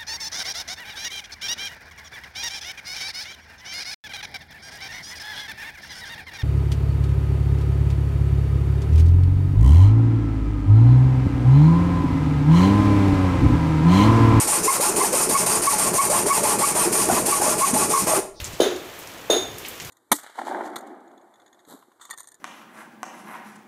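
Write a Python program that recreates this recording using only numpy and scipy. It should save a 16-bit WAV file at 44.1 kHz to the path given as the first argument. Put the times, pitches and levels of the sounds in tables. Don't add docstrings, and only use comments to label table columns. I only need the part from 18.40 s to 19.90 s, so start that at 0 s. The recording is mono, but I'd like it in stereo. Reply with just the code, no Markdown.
import sys
import numpy as np
from scipy import signal
from scipy.fft import rfft, irfft
from scipy.io import wavfile

SR = 44100
rng = np.random.default_rng(int(sys.argv[2]) if len(sys.argv) > 2 else 0)


def bounce(signal):
    frames = np.transpose(np.atleast_2d(signal))
    limited = np.clip(frames, -1, 1)
    pcm = np.round(limited * 32767).astype(np.int16)
    wavfile.write(sys.argv[1], SR, pcm)


N = 66150
T = np.arange(N) / SR
HZ = np.maximum(np.arange(N // 2 + 1) * SR / N, 1)

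# start_s, thud_db, thud_hz, clank_db, boom_db, boom_hz, body_db, clatter_depth
KNOCKS = [(0.2036, -3, 375, -24.5, -22, 358, -5.5, 1.2), (0.9015, -6, 413, -25.5, -22.5, 504, -8.5, 0.71)]
CLANK_LEAD_S, STEEL_RISE_S = 0.0015, 0.0022


def from_db(db):
    return 10 ** (np.asarray(db) / 20)


def unit_rms(x):
    return x / np.sqrt(np.mean(x ** 2) + 1e-20)


def per_bin(points):
    hz, value = np.transpose(points)
    return np.interp(np.log(HZ), np.log(hz), value)


def hump(hz, width_oct):
    return -20 * np.log10(1 + (np.log2(HZ / hz) / width_oct) ** 4)


def noise(spectrum_db):
    # freq_hz, correlation
    likeness = [(60, .4), (130, 0.51), (300, 0.99), (640, 0.54), (1400, -0.22), (3000, 0.0074),
                (15000, -0.024)]
    alike = np.clip(per_bin(likeness), -1, 1)
    mid, side = rfft(rng.standard_normal((2, N)))
    pair = np.sqrt(1 + alike) * mid + np.sqrt(1 - alike) * side * [[1], [-1]]
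    return unit_rms(irfft(pair * from_db(spectrum_db), N))


def envelope(start_s, rise_s, hold_s, t60_s):
    age_s = T - start_s
    decay_db = np.maximum(-60 * np.maximum(age_s - hold_s, 0) / t60_s, -200)
    return np.clip(age_s / rise_s, 0, 1) * from_db(decay_db)


def swell(peak_s, width_s):
    return np.exp(-np.minimum(((T - peak_s) / width_s) ** 2 / 2, 50))


def burst(carrier, shape):
    out = carrier * shape
    return out * np.sqrt(np.sum(shape ** 2) / np.mean(np.sum(out ** 2, axis=-1)))


def wavering(hz, waver_hz, depth):
    knot_rate_hz = 400
    knots_s = np.arange(int(T[-1] * knot_rate_hz) + 2) / knot_rate_hz
    draws = rng.standard_normal((2, len(knots_s))) + 1j * rng.standard_normal((2, len(knots_s)))
    pole = np.exp(-2 * np.pi * waver_hz / knot_rate_hz)
    slow = unit_rms(signal.lfilter([1], [1, -2 * pole, pole * pole], draws))
    swing = np.array([np.interp(T, knots_s, ear) for ear in slow])
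    return np.real((1 + depth * swing) * np.exp(2j * np.pi * hz * T))


def knocks():
    # freq_hz, density_db
    boom_spectrum = [(100, -35), (190, -14), (280, -5.5), (380, 0.5), (520, -7), (720, -4), (1000, -12),
                     (1600, -12)]
    # freq_hz, density_db
    clank_spectrum = [(500, -18), (1000, 0), (1450, 4.5), (2200, -3.5), (2700, -4), (3600, 2), (4400, -5),
                      (5500, -10), (6700, -3.5), (7900, -17), (10000, -21), (11500, -27), (15000, -29)]
    out = 0
    for k, (start_s, thud_db, thud_hz, clank_db, boom_db, boom_hz, body_db, clatter) in enumerate(KNOCKS):
        hit_s = start_s - CLANK_LEAD_S
        out += thud(start_s, thud_db, thud_hz) + steel(k, hit_s, clatter)
        out += from_db(body_db) * body(start_s)
        boom = noise(per_bin(boom_spectrum) + hump(boom_hz, width_oct=1.24))
        out += from_db(boom_db) * burst(boom, envelope(start_s, rise_s=0.0059, hold_s=0.019, t60_s=0.62))
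        clank = noise(per_bin(clank_spectrum))
        out += from_db(clank_db) * clank * envelope(hit_s, rise_s=0.0011, hold_s=0.041, t60_s=0.48)
        crack = noise(hump(hz=4350, width_oct=0.71))
        out += from_db(-17) * crack * envelope(start_s + 0.0013, rise_s=1 / SR, hold_s=0, t60_s=0.012)
    return out


def thud(start_s, level_db, pitch_hz):
    # delay_s, gain_db, stretch_ratio
    echoes = [(0.0138, -8, 0.54), (.0195, -13.5, 1.2), (0.0315, -10.5, 0.83), (.0415, -17, 0.46),
              (.0515, -28, 1.2), (.068, -10, 2.66), (.123, -24, 2.5)]
    direct = (0.00037, 0.011, 1)
    width_s, sweep_lead_s, sweep_s = 0.0019, 0.0026, 0.0015
    ear_lag_s = np.array([[0], [0.00024]])
    out = 0
    for delay_s, gain_db, stretch in [direct] + echoes:
        age = np.clip((T - start_s - delay_s - ear_lag_s) / stretch, -5 * width_s, 5 * width_s)
        cycles = pitch_hz * (age * stretch - sweep_s * np.exp(-(age + sweep_lead_s) / sweep_s))
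        pulse = np.exp(-(age / width_s) ** 2 / 2)
        out += from_db(level_db + gain_db) * pulse * np.cos(2 * np.pi * cycles)
    return out


def steel(knock_index, hit_s, clatter):
    # pitch_hz, first_knock_db, second_knock_db, t60_s
    modes = [(3060, -33.5, -54, 0.29), (3530, -41, -33.5, 0.51), (3563, -36, -30, 0.61),
             (3640, -32, -22.5, 0.39), (3780, -33.5, -35, 0.5), (3960, -36, -34.5, 0.28),
             (6420, -36, -34, 0.26), (6614, -54, -25, 0.42), (6540, -59, -45, 0.24),
             (8600, -42, -36.5, 0.3), (9750, -33, -37, 0.19), (9920, -37.5, -36.5, 0.51),
             (10300, -42, -33, 0.18), (12600, -56, -46, 0.37), (13710, -46, -44, 0.45),
             (14800, -47, -46, 0.18)]
    out = 0
    for pitch_hz, *levels_db, t60_s in modes:
        partial = wavering(pitch_hz, waver_hz=0.0071 * pitch_hz, depth=clatter)
        ring = envelope(hit_s, STEEL_RISE_S, hold_s=0.032, t60_s=t60_s)
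        out += from_db(levels_db[knock_index]) * burst(partial, ring)
    return out


def body(start_s):
    # pitch_hz, relative_db, t60_s
    modes = [(248, -32.5, 0.43), (361, -19.5, 0.59), (416, -28, 0.78), (497, -35, 0.37), (552, -29, 0.49),
             (614, -24, 0.14), (762, -28.5, .35), (875, -52, 0.2)]
    out = 0
    for pitch_hz, relative_db, t60_s in modes:
        partial = wavering(pitch_hz, waver_hz=13, depth=0.28)
        ring = envelope(start_s, rise_s=0.016, hold_s=0.022, t60_s=t60_s)
        out += from_db(relative_db) * burst(partial, ring)
    return out


def shimmer():
    # centre_hz, level_db, width_oct
    clusters = [(3870, -36, 0.15), (8710, -47, 0.02), (10200, -37, 0.065), (13700, -40, .035),
                (14900, -48, .025)]
    shape = sum(envelope(start_s - CLANK_LEAD_S, STEEL_RISE_S, hold_s=0.015, t60_s=0.29)
                for start_s, *_ in KNOCKS)
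    return shape * sum(from_db(db) * noise(hump(hz, width_oct)) for hz, db, width_oct in clusters)


def drips():
    # start_s, level_db, centre_hz, width_oct, spray_relative_db
    drops = [(.002, -27, 3160, 0.62, -14), (0.0432, -23.5, 7200, 0.37, -16), (.049, -27, 6400, 0.79, -5),
             (.133, -36.5, 4260, 1, -3), (0.361, -32, 5500, 1, -10), (.590, -33, 12000, .6, -7),
             (0.673, -33, 6460, 0.99, -10.5), (1.184, -27, 10400, 1, -10.5),
             (1.2497, -26.5, 2720, 0.79, -9), (1.2528, -32, 2280, 0.26, -12),
             (1.284, -25, 10800, 0.59, -11), (1.4005, -26.5, 2550, 0.5, -18),
             (1.3996, -30.5, 5660, 0.5, -9.5), (1.406, -33, 2650, 0.67, -8), (1.448, -30.5, 7900, 1, -8)]
    tick_db, tick_cycles = -2, 6
    out = 0
    for start_s, level_db, centre_hz, width_oct, spray_db in drops:
        touch = envelope(start_s, rise_s=1 / SR, hold_s=0, t60_s=tick_cycles / centre_hz)
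        tick = from_db(tick_db) * touch * np.sin(2 * np.pi * centre_hz * (T - start_s))
        slap = envelope(start_s, rise_s=0.00016, hold_s=0.00089, t60_s=0.013)
        spray = from_db(spray_db) * envelope(start_s, rise_s=0.005, hold_s=0.004, t60_s=0.19)
        splash = burst(noise(hump(centre_hz, width_oct)), np.hypot(slap, spray))
        out += from_db(level_db) * (tick + splash)
    return out


def rain():
    # freq_hz, density_db
    wash_spectrum = [(25, -15), (60, 0), (110, -1.5), (200, -2), (380, 2.5), (700, 1), (1300, 1.5),
                     (2200, -1), (3300, -5), (5000, -12.5), (8000, -16), (12500, -13.5), (15500, -15.5)]
    # time_s, gain_db
    treble_curve = [(0, 8.5), (.15, 3), (.4, 1.5), (.55, 2.5), (.85, 1.5), (1.15, 2), (1.3, 7), (1.37, 4.5),
                    (1.5, 6)]
    crossover_hz, drops_per_s, spread_db, splat_s = 3000, 300, 1.5, 0.0024
    wash = from_db(-39) * noise(per_bin(wash_spectrum))
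    treble = irfft(rfft(wash) / (1 + (crossover_hz / HZ) ** 4), N)
    sizes = from_db(spread_db * np.minimum(rng.exponential(1, N), 4))
    drops = sizes * (rng.random(N) < drops_per_s / SR)
    splats = signal.lfilter([1], [1, -np.exp(-1 / (splat_s * SR))], drops + 1e-18)
    patter = from_db(-52.5) * unit_rms(splats * noise(hump(hz=6800, width_oct=0.9)))
    lift = from_db(np.interp(T, *np.transpose(treble_curve)))
    return wash - treble + (treble + patter) * lift


def wind():
    # peak_s, level_db, width_s, centre_hz, left_over_right_db
    gusts = [(0.064, -42.5, 0.071, 81, 5.5), (1.092, -46.5, 0.063, 103, 0.5),
             (1.455, -44.5, 0.026, 113, 10)]
    out = 0
    for peak_s, level_db, width_s, centre_hz, pan_db in gusts:
        gains = from_db([[level_db + pan_db / 2], [level_db - pan_db / 2]])
        out += gains * burst(noise(hump(centre_hz, width_oct=0.68)), swell(peak_s, width_s))
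    return out


def puffs():
    # peak_s, level_db, width_s, pitch_hz
    bumps = [(.0275, -19.5, 0.0061, 74), (.081, -30, 0.0044, 110), (.1365, -22, 0.0014, 131),
             (.1485, -32, 0.0027, 112)]
    left = 0
    for peak_s, level_db, width_s, pitch_hz in bumps:
        left += from_db(level_db) * swell(peak_s, width_s) * np.cos(2 * np.pi * pitch_hz * (T - peak_s))
    return left * np.array([[1], [0]])


def scene():
    return knocks() + shimmer() + drips() + rain() + wind() + puffs()


def record(dry):
    # freq_hz, gain_db
    right_response = [(100, 2.5), (1300, 0), (2400, 1.5), (4400, 1), (6600, 4.5), (8200, 0.5), (9600, -9),
                      (11500, -0.5), (15000, 1)]
    ceiling, cutoff_hz = 1.5, 15450
    right = irfft(rfft(dry[1]) * from_db(per_bin(right_response)), N)
    rounded = ceiling * np.tanh(np.array([dry[0], right]) / ceiling)
    return signal.sosfilt(signal.ellip(10, 0.1, 80, cutoff_hz, fs=SR, output="sos"), rounded)


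dry = scene()
out = record(dry)
bounce(out)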